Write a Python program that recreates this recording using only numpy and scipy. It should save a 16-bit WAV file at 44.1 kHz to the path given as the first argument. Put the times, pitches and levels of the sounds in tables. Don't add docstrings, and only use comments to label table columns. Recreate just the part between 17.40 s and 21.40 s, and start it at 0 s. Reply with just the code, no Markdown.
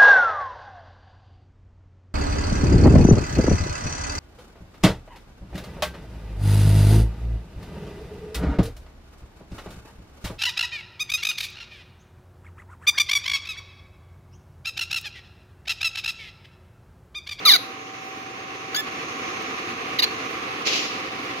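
import sys
import numpy as np
from scipy import signal
from scipy.fft import rfft, irfft
from scipy.io import wavfile
from scipy.ndimage import uniform_filter1d

SR = 44100
rng = np.random.default_rng(int(sys.argv[2]) if len(sys.argv) > 2 else 0)


def waveform_to_disk(signal):
    frames = np.transpose(np.atleast_2d(signal))
    scaled = np.clip(frames, -1, 1) * 32767
    samples = np.round(scaled).astype(np.int16)
    wavfile.write(sys.argv[1], SR, samples)


N = 176400

# frequency_hz, gain_db
ROAR_COLOUR = [(15, -61), (25, -37.5), (108, -11.5), (145, -11.5), (229, -8), (285, -0.5), (405, -5),
               (451, -3), (531, -6.5), (575, -14), (754, -4.5), (818, -11), (911, -11.5), (1100, -0.5),
               (1230, -2.5), (1520, -10), (2280, -5), (2760, -7), (3080, -13.5), (4490, -17.5),
               (5000, -21.5), (6210, -23.5), (7510, -38), (11900, -36), (16000, -48)]
# time_s, level_db
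ROAR_LEVEL = [(0, -33.5), (.45, -37.5), (.95, -36), (1.3, -34), (1.65, -31), (2.3, -30.5), (2.8, -30.5),
              (3.3, -30.5), (4, -31)]
# frequency_hz, likeness
ROAR_LIKENESS = [(60, 1), (130, .98), (300, 0.97), (480, 0.87), (700, -0.069), (1400, -.25), (3100, -0.12),
                 (6800, 0.083), (15000, -0.14)]
# frequency_hz, left_minus_right_db
ROAR_PAN = [(130, 0.5), (290, 0), (640, -1.5), (1400, -2.5), (3100, -4), (6800, 2.5), (15000, -1)]
# pitch_hz, level_db, right_ear_lag_turns
HUM_TONES = [(57, -81, 0), (108, -70.5, 0.07), (122.2, -58.5, 0), (769.3, -45, 0.25)]
# pitch_hz, gain_db
WHINE_TONES = [(5383, -5.5), (5502, -6), (6035, -4), (6153, 0), (6270, -6), (6690, -9), (6804, -12),
               (6920, -11), (7050, -17)]
# time_s, level_db
WHINE_LEVEL = [(0, -60), (.5, -56.5), (1.1, -57), (1.5, -54.5), (1.9, -49.5), (2.4, -55.5), (2.8, -52),
               (3.6, -66), (4, -58)]

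# time_s, pitch_hz, level_db
LONG_SQUEAK = [(.052, 1440, -17), (.056, 1345, -12), (.063, 1285, -11.5), (.069, 1222, -15),
               (.081, 1165, -13), (.090, 1090, -11), (.098, 995, -8.5), (.109, 928, -14), (.123, 838, -9.5),
               (.129, 802, -14), (.137, 785, -10), (.150, 738, -17), (.162, 672, -17), (.169, 650, -27)]
THIN_SQUEAK = [(1.346, 1631, -22), (1.351, 1438, -24), (1.357, 1674, -30), (1.365, 1672, -18.5),
               (1.372, 1733, -24), (1.381, 1730, -27), (1.393, 1735, -26), (1.409, 1730, -28.5)]
FIRST_CHIRP = [(2.587, 1150, -25), (2.591, 1010, -18), (2.595, 955, -16.5), (2.602, 915, -19),
               (2.607, 900, -25)]
SECOND_CHIRP = [(2.621, 1090, -25), (2.624, 1040, -19), (2.630, 935, -17.5), (2.635, 880, -17.5),
                (2.642, 853, -15.5), (2.649, 845, -24)]
# frequency_hz, gain_db
METAL = [(300, -60), (700, -21), (1000, -24), (1180, -6), (1450, -12.5), (1700, -15.5), (2300, -8),
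         (2600, -18.5), (3350, -10), (3920, 2.5), (4350, -2), (5000, -12.5), (5500, -13.5), (6100, -15.5),
         (6800, -21), (7500, -41), (9000, -28.5), (11200, -17), (13000, -25), (16000, -28)]
LIGHT = [(600, -12), (1700, 2), (3400, 1), (4400, 5.5), (5200, -4.5), (6000, -11), (6900, -5), (7600, -41),
         (8700, -18), (10300, -12.5), (12000, -18), (13800, -12), (16000, -21)]
JERK = [(500, -37), (1000, -19.5), (1850, -9), (2300, -6), (2700, -9.5), (3500, -4.5), (4200, 3.5),
        (4800, -7), (5500, -16), (6700, -19.5), (7500, -33), (9000, -29.5), (11500, -19.5), (13000, -23),
        (16000, -34)]
# path, tone_colour, jitter_share, grit_db
SQUEAKS = [(LONG_SQUEAK, METAL, .011, -12), (THIN_SQUEAK, LIGHT, .008, -6), (FIRST_CHIRP, JERK, .012, -7),
           (SECOND_CHIRP, JERK, .012, -8)]
# pitch_hz, gain_db, fade_s
FLANGE_NOTES = [(3580, -20, .5), (3850, -17, .55), (3670, -6, 0.62), (4220, -18, 0.36), (4200, -15, 0.29),
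                (4360, -12, .4)]
# frequency_hz, lead_radians
SQUEAK_LEAD = [(1300, 1), (1850, 1.94), (2400, -0.5), (3400, -3), (3900, 1.73), (4300, 1.66), (5000, 2.5),
               (6000, 5.5), (6900, 7), (16000, 13)]
# frequency_hz, left_minus_right_db
SQUEAK_PAN = [(1000, -2), (2800, -4), (3900, -.5), (4400, 2), (5200, -1), (6400, 3), (12000, 1)]

# peak_s, half_width_s, level_db
BRUSHES = [(.67, 0.065, -60), (.80, 0.056, -63), (1.79, .05, -63), (2.92, .05, -56), (3.848, .05, -59)]
# frequency_hz, gain_db
BRUSH_COLOUR = [(2000, -20), (6000, -5), (8000, -6), (11000, 2), (16000, -2)]
# time_s, level_db
SCUFF_LEVEL = [(3.235, -62), (3.255, -30), (3.272, -19.5), (3.290, -22), (3.312, -25), (3.335, -22.5),
               (3.368, -23), (3.41, -26.5), (3.48, -32), (3.56, -38), (3.72, -45.5)]
# frequency_hz, gain_db
SCUFF_COLOUR = [(100, -32), (320, -2.5), (700, -8.5), (1000, -15), (1800, -8.5), (2600, 3.5), (3300, -0.5),
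                (4500, -0.5), (5500, -3.5), (6900, -8.5), (7700, -26), (9500, -31), (12000, -26.5),
                (14000, -32), (16000, -47)]

TIME_S = np.arange(N) / SR
TREBLE_LIMIT_HZ = 15900
ATTACK_S, RELEASE_S = 0.0011, 0.0014
CATCH_S, CATCH_DB = 0.014, -9
SHIMMER_S, SHIMMER_DB = .011, 3.2


def amp(db):
    return 10 ** (np.asarray(db) / 20)


def unit(x):
    return x / np.sqrt(np.mean(x ** 2) + 1e-20)


def per_frequency(table, x):
    hz, value = np.transpose(table)
    return np.interp(np.log(np.fft.rfftfreq(x.shape[-1], 1 / SR) + 1), np.log(hz), value)


def level(table):
    return amp(np.interp(TIME_S, *np.transpose(table)))


def colour(x, table, share=1):
    return irfft(rfft(x) * amp(share * per_frequency(table, x)), x.shape[-1])


def pan(x, table):
    return colour(x, table, share=np.array([[.5], [-.5]]))


def wander(hz):
    keep = 1 / (1 + (np.fft.rfftfreq(N, 1 / SR) / hz) ** 4)
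    return unit(irfft(rfft(rng.standard_normal(N)) * keep, N))


def fan_roar():
    left, other = rng.standard_normal((2, N))
    likeness = np.clip(per_frequency(ROAR_LIKENESS, left), -1, 1)
    right = irfft(likeness * rfft(left) + np.sqrt(1 - likeness ** 2) * rfft(other), N)
    air = pan(colour(np.array([left, right]), ROAR_COLOUR), ROAR_PAN)
    return unit(air) * level(ROAR_LEVEL) * amp(0.9 * wander(hz=27))


def hum():
    out = 0
    for hz, db, lag in HUM_TONES:
        turns = np.cumsum(hz + 1.29 * wander(hz=6)) / SR
        peak = np.sqrt(2) * amp(db + 1.25 * wander(hz=15))
        out += peak * np.sin(2 * np.pi * np.array([turns, turns - lag]))
    return out


def whine():
    out = np.zeros((2, N))
    for hz, db in WHINE_TONES:
        for ear in out:
            flutter = 1 + .55 * (wander(hz=16) + 1j * wander(hz=16))
            tone = np.exp(2j * np.pi * (hz * TIME_S + rng.random()))
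            ear += amp(db) * unit((flutter * tone).real)
    return out * level(WHINE_LEVEL)


def squeak(path, tone_colour, jitter_share, grit_db):
    times, pitches, levels = np.transpose(path)
    start, end = times[0], times[-1]
    active = (TIME_S > start - .02) & (TIME_S < end + .02)
    t = TIME_S[active]
    age = t - start
    pitch = np.interp(t, times, pitches)
    roughness = (1100 / pitch) ** 2
    slip_hz = pitch * (1 + jitter_share * roughness * wander(hz=370)[active])
    turns = np.cumsum(slip_hz) / SR
    slips = 0
    for k in range(1, 25):
        shimmer = np.interp(age / SHIMMER_S, np.arange(20), rng.uniform(-1, 1, 20) * np.sqrt(3))
        wave = np.cos(2 * np.pi * (k * turns + rng.random()))
        slips += amp(SHIMMER_DB * shimmer) * wave * (k * slip_hz < TREBLE_LIMIT_HZ)
    grit = unit((1 + np.cos(2 * np.pi * turns)) * rng.standard_normal(N)[active])
    catch = amp(CATCH_DB) * np.exp(-np.maximum(age, 0) / CATCH_S)
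    voice = colour(unit(slips) + grit * (amp(grit_db) * roughness + catch), tone_colour)
    voice /= np.sqrt(uniform_filter1d(voice ** 2, size=500) + 1e-12)
    fade_in = np.clip(age / ATTACK_S + .5, 0, 1)
    fade_out = np.clip((end - t) / RELEASE_S + .5, 0, 1)
    out = np.zeros(N)
    out[active] = voice * fade_in * fade_out * amp(np.interp(t, times, levels))
    return out


def ringing(x):
    t = np.arange(SR // 2) / SR
    ring = 0
    for hz, db, fade_s in FLANGE_NOTES:
        fade = amp(-60 * t / fade_s)
        wave = np.cos(2 * np.pi * (hz * t + rng.random((2, 1))))
        ring += 2 * amp(db) * fade / fade.sum() * wave
    return signal.fftconvolve(x[None], ring, axes=1)[:, :N]


def echoes(x, fade_s, delay_s):
    t = np.arange(SR) / SR
    tail = rng.standard_normal((2, SR)) * amp(-60 * t / fade_s) * (t > delay_s)
    tail /= np.linalg.norm(tail, axis=1, keepdims=True)
    return signal.fftconvolve(x[None], tail, axes=1)[:, :N]


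def flange():
    squeaks = sum(squeak(*row) for row in SQUEAKS)
    ear_shift = np.exp(np.array([[.5j], [-.5j]]) * per_frequency(SQUEAK_LEAD, squeaks))
    direct = irfft(rfft(squeaks) * ear_shift, N)
    ring = ringing(squeaks)
    underside = amp(-4) * echoes(squeaks, fade_s=.022, delay_s=.0006)
    workshop = amp(-18) * echoes(squeaks, fade_s=.43, delay_s=.011)
    return pan(direct + ring + underside + workshop, SQUEAK_PAN)


def palm_brushes():
    hiss = unit(colour(rng.standard_normal((2, N)), BRUSH_COLOUR))
    swells = sum(amp(db) * np.exp(-((TIME_S - peak_s) / width) ** 2) for peak_s, width, db in BRUSHES)
    return hiss * swells


def tick(start_s=2.022, level_db=-40, fade_s=.012):
    age = TIME_S - start_s
    return rng.standard_normal((2, N)) * (age > 0) * amp(level_db - 60 * abs(age) / fade_s)


def scuff():
    grains = rng.standard_normal((2, N)) * np.exp(0.11 * wander(hz=300))
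    started = TIME_S > SCUFF_LEVEL[0][0]
    return unit(colour(grains, SCUFF_COLOUR)) * level(SCUFF_LEVEL) * started


def scene():
    return fan_roar() + hum() + whine() + flange() + palm_brushes() + tick() + scuff()


def record(dry):
    treble_cut = signal.firwin(511, TREBLE_LIMIT_HZ, window=("kaiser", 9), fs=SR)
    return signal.oaconvolve(np.clip(dry, -.92, .92), treble_cut[None], "same")


dry = scene()
out = record(dry)
waveform_to_disk(out)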